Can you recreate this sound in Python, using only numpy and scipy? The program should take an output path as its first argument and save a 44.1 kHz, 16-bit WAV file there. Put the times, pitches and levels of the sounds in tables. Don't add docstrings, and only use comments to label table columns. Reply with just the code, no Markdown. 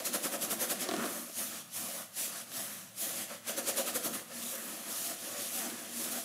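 import sys
import numpy as np
from scipy import signal
from scipy.fft import rfft, irfft, next_fast_len
from scipy.io import wavfile
from scipy.ndimage import uniform_filter1d, map_coordinates

SR = 44100
rng = np.random.default_rng(int(sys.argv[2]) if len(sys.argv) > 2 else 0)


def to_linear_factor(level_db):
    exponent = np.asarray(level_db, float) / 20
    return 10 ** exponent


def file_out(sig):
    cols = np.atleast_2d(sig).T
    lim = np.clip(cols, -1, 1)
    pcm = np.round(lim * 32767).astype(np.int16)
    wavfile.write(sys.argv[1], SR, pcm)


N = 275184
STEP_S = 0.001

# top speed t/s, hiss level/dB, length t/s, shove level/dB, inner air over skin level/dB
STROKES = [(-.012, -43.5, .016, -42, 3.5), (0.064, -34, .015, -46.5, 2), (0.145, -33, .014, -39, 4),
           (0.251, -33.5, 0.016, -34.5, -4.5), (0.336, -37.5, .017, -42.5, 7),
           (0.432, -33.5, 0.016, -48.5, 7), (0.516, -33, .016, -33, -8), (0.621, -32.5, 0.019, -42, 3),
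           (0.709, -32.5, 0.015, -36, 1), (0.816, -37, 0.018, -48.5, 6), (3.49, -36.5, 0.018, -45.5, 6.5),
           (3.583, -35, 0.013, -39, -1), (3.684, -33, 0.017, -41, 5), (3.785, -33, 0.019, -42, 7.5),
           (3.878, -34.5, 0.015, -41.5, 3), (3.957, -34, .013, -39, 1.5), (4.054, -33.5, 0.016, -39, -1.5),
           (4.147, -37, .015, -42, -4)]
# start t/s, end t/s, hiss level/dB, drag
# over hiss level/dB
SCRUBS = [
    (-.1, 0.856, -49, 0.5),
    (0.933, 1.046, -46, 1.9),
    (3.493, 4.183, -48, -1),
    (1.29, 1.33, -51, -12),
]
# t/s, length t/s, shove level/dB, inner air over skin level/dB,
# first over second air family level/dB
PRESSES = [(0.842, 0.032, -47.5, -2, -.5), (1, .03, -47, -4, 2), (1.123, .05, -48, -3, -.5),
           (1.408, 0.028, -51, -7, .7), (1.836, 0.06, -53, -1, -.5), (2.198, 0.022, -61, 0, 2),
           (2.607, 0.021, -58, -4, -1.2), (3.056, .04, -65, -1, -1.2), (3.194, .04, -56, -3, .7),
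           (3.316, 0.024, -57.5, 8.5, 3), (4.31, .025, -62, 7, 5), (4.406, 0.081, -52.5, -15, -2.5),
           (4.54, .025, -60.5, 10.5, 1.5), (4.65, .08, -53, -6, -.5), (4.888, .04, -56, -2, 1.5),
           (5.12, 0.032, -53, 8, -3), (5.37, 0.056, -54, 2, 3), (5.66, 0.064, -47, -6.5, -5),
           (5.978, .05, -50.5, -22, .7), (6.07, .03, -49, -6, .7), (6.161, 0.037, -54, 8.5, -1.2)]
# t/s, skin over air level/dB, first over second air family level/dB,
# brightness as it turns toward the phone level/dB
SPOT = [(0, -.1, 1.5, -2), (.62, 3, 0.5, -0.5), (.9, 0.5, 2.5, -3), (1.2, 0.5, 2, 2), (1.6, -0.5, -2.5, -2),
        (2, -1.5, 0, 0.3), (2.35, .1, 0.2, -1.5), (2.7, -1.5, -2.5, 0.3), (3.05, -1.5, -1, 0),
        (3.35, -1.5, 1.5, -2), (3.8, 1, 1.5, -2), (4.2, 3, 3.2, -.3), (4.42, -4, -0.5, -1.2),
        (4.56, 1.5, 0.5, 1), (4.95, 0.5, -2.5, -0.8), (5.4, -1.4, -0.5, -1.2), (5.98, 0, -1.2, -0.7),
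        (6.24, -.3, -1.5, -0.1)]
# f/Hz, width f/Hz, level/dB
SKIN = [(193.4, 32.6, -5), (235.6, 25.5, 1.5), (335.5, 72, -4)]

SHOVE_LEAN = [0.12, 1.18, .9, 0.63]
FIRST = np.array(np.array([0, 1, -1, 0]))


def unit(x):
    return x / np.sqrt(np.mean(x ** 2) + 1e-20)


def along(points, hz):
    f, v = np.transpose(points)
    return np.interp(np.log(hz + 1), np.log(f + 1), v)


def wobble(rate):
    knots = rng.standard_normal(int(N * rate / SR) + 4)
    return map_coordinates(knots, [np.arange(N) * rate / SR])


def filtered(x, response):
    m = next_fast_len(N + SR // 2)
    return irfft(rfft(x, m) * response(np.fft.rfftfreq(m, 1 / SR)), m)[..., :N]


def modes(table):
    def response(f):
        total = 0
        for k, (centre, width, db) in enumerate(table):
            damping = 1j * f * width
            total = total + (-1) ** k * to_linear_factor(db) * damping / (centre * centre - f * f + damping)
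        return total
    return response


def patchy(x, patchy_db):
    z = signal.stft(x, nperseg=512)[2]
    field = uniform_filter1d(rng.standard_normal(z.shape), size=6, axis=0)
    field = uniform_filter1d(field, size=10, axis=1)
    return signal.istft(z * to_linear_factor(patchy_db * unit(field)), nperseg=512)[1][:N]


def slips(spread_db, clump_db, clump_rate):
    size_db = spread_db * np.minimum(rng.exponential(size=N), 3)
    return rng.standard_normal(N) * to_linear_factor(size_db + clump_db * wobble(clump_rate))


def clock():
    return np.arange(0, N / SR + STEP_S, STEP_S)


def full(motion):
    return np.array([np.interp(np.arange(N) / SR, clock(), row) for row in motion])


def curves(rows):
    s, *columns = np.transpose(rows)
    return [np.interp(clock(), s, column) for column in columns]


def bump(s, length, slow_end):
    u = (clock() - s) / length
    return np.exp(-0.5 * (u / np.where(u > 0, slow_end, 1)) ** 2)


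def ventilation():
    # f/Hz, level/dB per Hz
    vent = [(20, -14), (50, -52), (80, -23), (112, 0.5), (140, -10), (185, 0.5), (243, -14), (300, -21),
            (443, -43), (591, -18), (1440, -24.5), (5740, -29), (10500, -21), (15500, -27)]
    air = filtered(rng.standard_normal(N), lambda f: to_linear_factor(along(vent, f)))
    return to_linear_factor(-59.5 + 1.2 * wobble(2.4)) * unit(air)


def contact():
    # top speed t/s, hiss level/dB, speeding up t/s, easing off t/s, drag over hiss level/dB
    sweeps = [(1.14, -41.5, 0.069, 0.063, -9), (1.396, -36.5, 0.022, 0.043, -14.5),
              (1.57, -45, 0.091, 0.026, -7.5), (1.77, -39.5, 0.021, 0.062, -14.5),
              (1.98, -43.5, 0.093, 0.031, -7), (2.205, -35.5, .022, .04, -14),
              (2.4, -44.5, 0.089, 0.018, -6.5), (2.49, -57, 0.024, .03, -1), (2.59, -39, .035, 0.044, -11),
              (2.72, -46, .06, 0.068, -9), (3.035, -35, 0.026, 0.036, -15), (3.215, -40, 0.081, .02, -9.5),
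              (3.325, -48, 0.027, 0.027, -2.5), (4.37, -45.5, 0.036, 0.05, -10),
              (4.51, -40.5, 0.063, 0.035, -14.5), (4.68, -44.5, 0.097, 0.13, -7),
              (4.92, -40, 0.027, 0.071, -13), (5.07, -39, 0.057, 0.042, -12.5),
              (5.25, -44, 0.038, 0.15, -7), (5.43, -40.5, 0.033, 0.073, -21),
              (5.56, -38.5, 0.026, .07, -13), (5.82, -48, 0.15, 0.059, -4),
              (6.025, -38, 0.052, 0.059, -12.5), (6.14, -38, 0.019, 0.046, -12.5)]
    settle_s = 0.023
    t = clock()
    power = to_linear_factor(2 * -68)
    for s, db, rise, fall, drag_db in sweeps:
        power = power + to_linear_factor([[2 * db], [2 * (db + drag_db)]]) * bump(s, rise, fall / rise)
    for start, end, db, drag_db in SCRUBS:
        outside = t - np.clip(t, start, end)
        touch = np.exp(-0.5 * (outside / settle_s) ** 2)
        power = power + to_linear_factor([[2 * db], [2 * (db + drag_db)]]) * touch
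    return power


def hair():
    # f/Hz, level/dB per Hz
    hair_tone = [(1470, -23.5), (2500, -8.5), (3000, -7.5), (3290, -7), (5420, -7), (5940, -4),
                 (8850, -4.5), (10700, -0.5), (12000, -5), (14100, -5.5), (15600, -13)]
    power = contact()[0]
    for s, db, length, *_ in STROKES:
        power = power + to_linear_factor(2 * db) * bump(s, 0.56 * length, slow_end=1.66)
    tips = patchy(slips(spread_db=1.5, clump_db=0.7, clump_rate=70), patchy_db=1.35)
    tips = unit(filtered(tips, lambda f: to_linear_factor(along(hair_tone, f))))
    top = filtered(tips, lambda f: 1 / (1 + (8000 / (f + 1)) ** 4))
    speed_db = 10 * np.log10(power) + 44.0
    tilt = to_linear_factor(curves(SPOT)[2] + 0.18 * speed_db)
    power, tilt = full([power, tilt])
    tilted = (tips - top) / tilt + top * tilt
    return np.sqrt(power) * tilted / np.sqrt(0.13 / tilt ** 2 + 0.47 * tilt ** 2)


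def drag():
    drag_db = np.array([-1, -4.5, -6.5, 0.5])
    press_db = np.array([-2.5, -5.5, -6.5, -5.5])
    stroke_rasp_db = -15
    scrub_rasp_db = -5
    t = clock()
    skin_db = curves(SPOT)[0]
    lean_db = np.array([skin_db, -skin_db, -skin_db, 0 * skin_db])
    pull = np.sqrt(contact()[1]) * to_linear_factor(drag_db[:, None] + lean_db)
    scrubbing = sum((t > start) & (t < end) for start, end, *_ in SCRUBS[::2])
    pull[3] *= to_linear_factor(scrub_rasp_db * scrubbing)
    for s, db, length, *_ in STROKES:
        pull[3] += to_linear_factor(db + stroke_rasp_db) * bump(s, length, slow_end=1.15)
    for s, length, push_db, air_db, family in PRESSES:
        layer_db = push_db + press_db + family * FIRST + air_db * np.array(SHOVE_LEAN)
        pull += to_linear_factor(layer_db)[:, None] * bump(s, 0.61 * length, slow_end=1.14)
    return pull


def shoves():
    shove_db = np.array([-2, -0.5, -4, -1])
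    shove_lag = [0.35, 0.22, 0.85, 0.44]
    shove_end = [1, 1.03, 2.2, 0.99]
    shove = np.zeros((4, len(clock())))
    for s, _, length, push_db, air_db in STROKES:
        tone_db = shove_db + air_db * np.array(SHOVE_LEAN)
        shapes = [bump(s + lag * length, 0.67 * length, end) for lag, end in zip(shove_lag, shove_end)]
        shove += to_linear_factor(push_db + tone_db)[:, None] * shapes
    return shove


def balloon():
    # f/Hz, width f/Hz, level/dB
    air_low = [(452, 53, -7), (549.3, 50, 2.5), (620, 47, -3.5)]
    # f/Hz, width f/Hz, level/dB
    air_high = [(672, 35, 2.5), (786, 40, -4.5)]
    # f/Hz, width f/Hz, level/dB
    rasp = [(954, 203, -1), (1107, 51, 6.5), (1266, 186, 3.5), (1780, 335, 5.5), (2090, 620, 1.5),
            (3140, 570, -5)]
    layer_drift_db = [1.2, 1.5, 1.5, .4]
    drift_rate = 12
    light_hz, light_width_hz, light_loss = 395, 245, 0.42

    family = to_linear_factor(FIRST[:, None] * curves(SPOT)[1])
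    drift = to_linear_factor(np.array([db * wobble(drift_rate) for db in layer_drift_db]))
    steady_layers = full(drag() * family) * drift
    sudden_layers = full(shoves() * family)
    out = np.zeros(N)
    for steady, sudden, table in zip(steady_layers, sudden_layers, (SKIN, air_low, air_high, rasp)):
        force = unit(patchy(slips(spread_db=3.0, clump_db=0.5, clump_rate=30), patchy_db=1.73))
        pressed = [(c, 1.5 * w, db - 2.5) for c, w, db in table]
        ring = filtered(steady * force, modes(table))
        ring += filtered(sudden * rng.standard_normal(N), modes(pressed))
        out += ring / np.std(filtered(force, modes(table)))
    t = clock()
    light = (t > SCRUBS[1][1]) & (t < SCRUBS[2][0])
    light = full([uniform_filter1d(light * 1.0, size=90)])[0]
    asleep = filtered(out, modes([(light_hz, light_width_hz, 0)]))
    return out - light_loss * light * asleep


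def room(x):
    # f/Hz, t60 t/s
    walls = [(200, 0.71), (2000, 0.81), (12000, 0.6)]
    hz, t, z = signal.stft(rng.standard_normal(SR // 2), SR, nperseg=256)
    fade = to_linear_factor(-60 * t / along(walls, hz)[:, None])
    tail = signal.istft(z * fade, SR, nperseg=256)[1]
    delayed = np.pad(x, (350, 0))
    return signal.fftconvolve(delayed, tail / np.linalg.norm(tail))[:N]


def moan():
    moan_db, moan_lean, wander_hz = -9, 0.75, 8.99
    level = 0
    for s, length, db, air_db, _ in PRESSES:
        level = level + to_linear_factor(db + moan_db - moan_lean * air_db) * bump(s, length, slow_end=1.06)
    level, = full([level])
    hz = SKIN[1][0] + wander_hz * wobble(14)
    return level * to_linear_factor(2.3 * wobble(25)) * np.sin(2 * np.pi * np.cumsum(hz) / SR)


def jerks():
    # t/s, peak level/dB, crack level/dB, slips in the run [count]
    jerk_runs = [(.8887, -16, -12, 4), (0.912, -21, -5.5, 1), (.915, -18, -19, 3), (0.9377, -15.5, -17, 4),
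                 (0.957, -30, -17, 1), (0.965, -19.5, -10, 1), (.993, -36, -19, 1), (1.0383, -20, -14, 2),
                 (1.044, -22, -18, 2), (1.055, -20, -16, 2), (1.0618, -22, -16, 2), (1.296, -31, -18, 2),
                 (2.279, -27.5, -12, 1), (2.518, -37, 0, 1), (3.303, -38, -14, 1)]
    slip_gap_s, slip_loss_db, crack_gain_db = 0.0027, 3.3, 0.5
    push_s, push_grows = 0.3 / 5000, 1.5
    # f/Hz, width f/Hz, level/dB
    squeezed = [(284, 150, 3.0), (656, 88, 5.5), (1206, 190, -1.0), (2950, 260, -10)]
    force, crack = np.zeros(N + SR), np.zeros(N + SR)
    t = np.arange(SR // 50) / SR
    for start, peak_db, crack_db, count in jerk_runs:
        for k in range(count):
            at = round((start + k * slip_gap_s) * SR)
            db = peak_db - k * slip_loss_db
            u = t / (push_s * push_grows ** k)
            force[at:][:len(t)] -= to_linear_factor(db + 3.5) * u * np.exp(1 - u)
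            burst = rng.standard_normal(len(t)) * np.exp(-t / 0.0013)
            crack[at:][:len(t)] += to_linear_factor(db + crack_db + k * crack_gain_db + 8.0) * burst
    ring = filtered(force[:N], lambda f: modes(squeezed)(f) * 1j * f / (150 + 1j * f))
    return ring + filtered(crack[:N], modes([(3070, 2500, 0)]))


def scene():
    near = hair() + balloon() + moan() + jerks()
    return np.tile(to_linear_factor(-1.33) * near + to_linear_factor(-10.5) * room(near) + ventilation(), (2, 1))


def low_pass(x):
    return signal.sosfilt(signal.butter(12, 15960, fs=SR, output="sos"), x)


def record(dry):
    mid = filtered(dry[0], lambda f: (1j * f / (50 + 1j * f)) ** 3 * (f < 15660))
    return low_pass(np.tile(mid, (2, 1)))


dry = scene()
out = record(dry)
file_out(out)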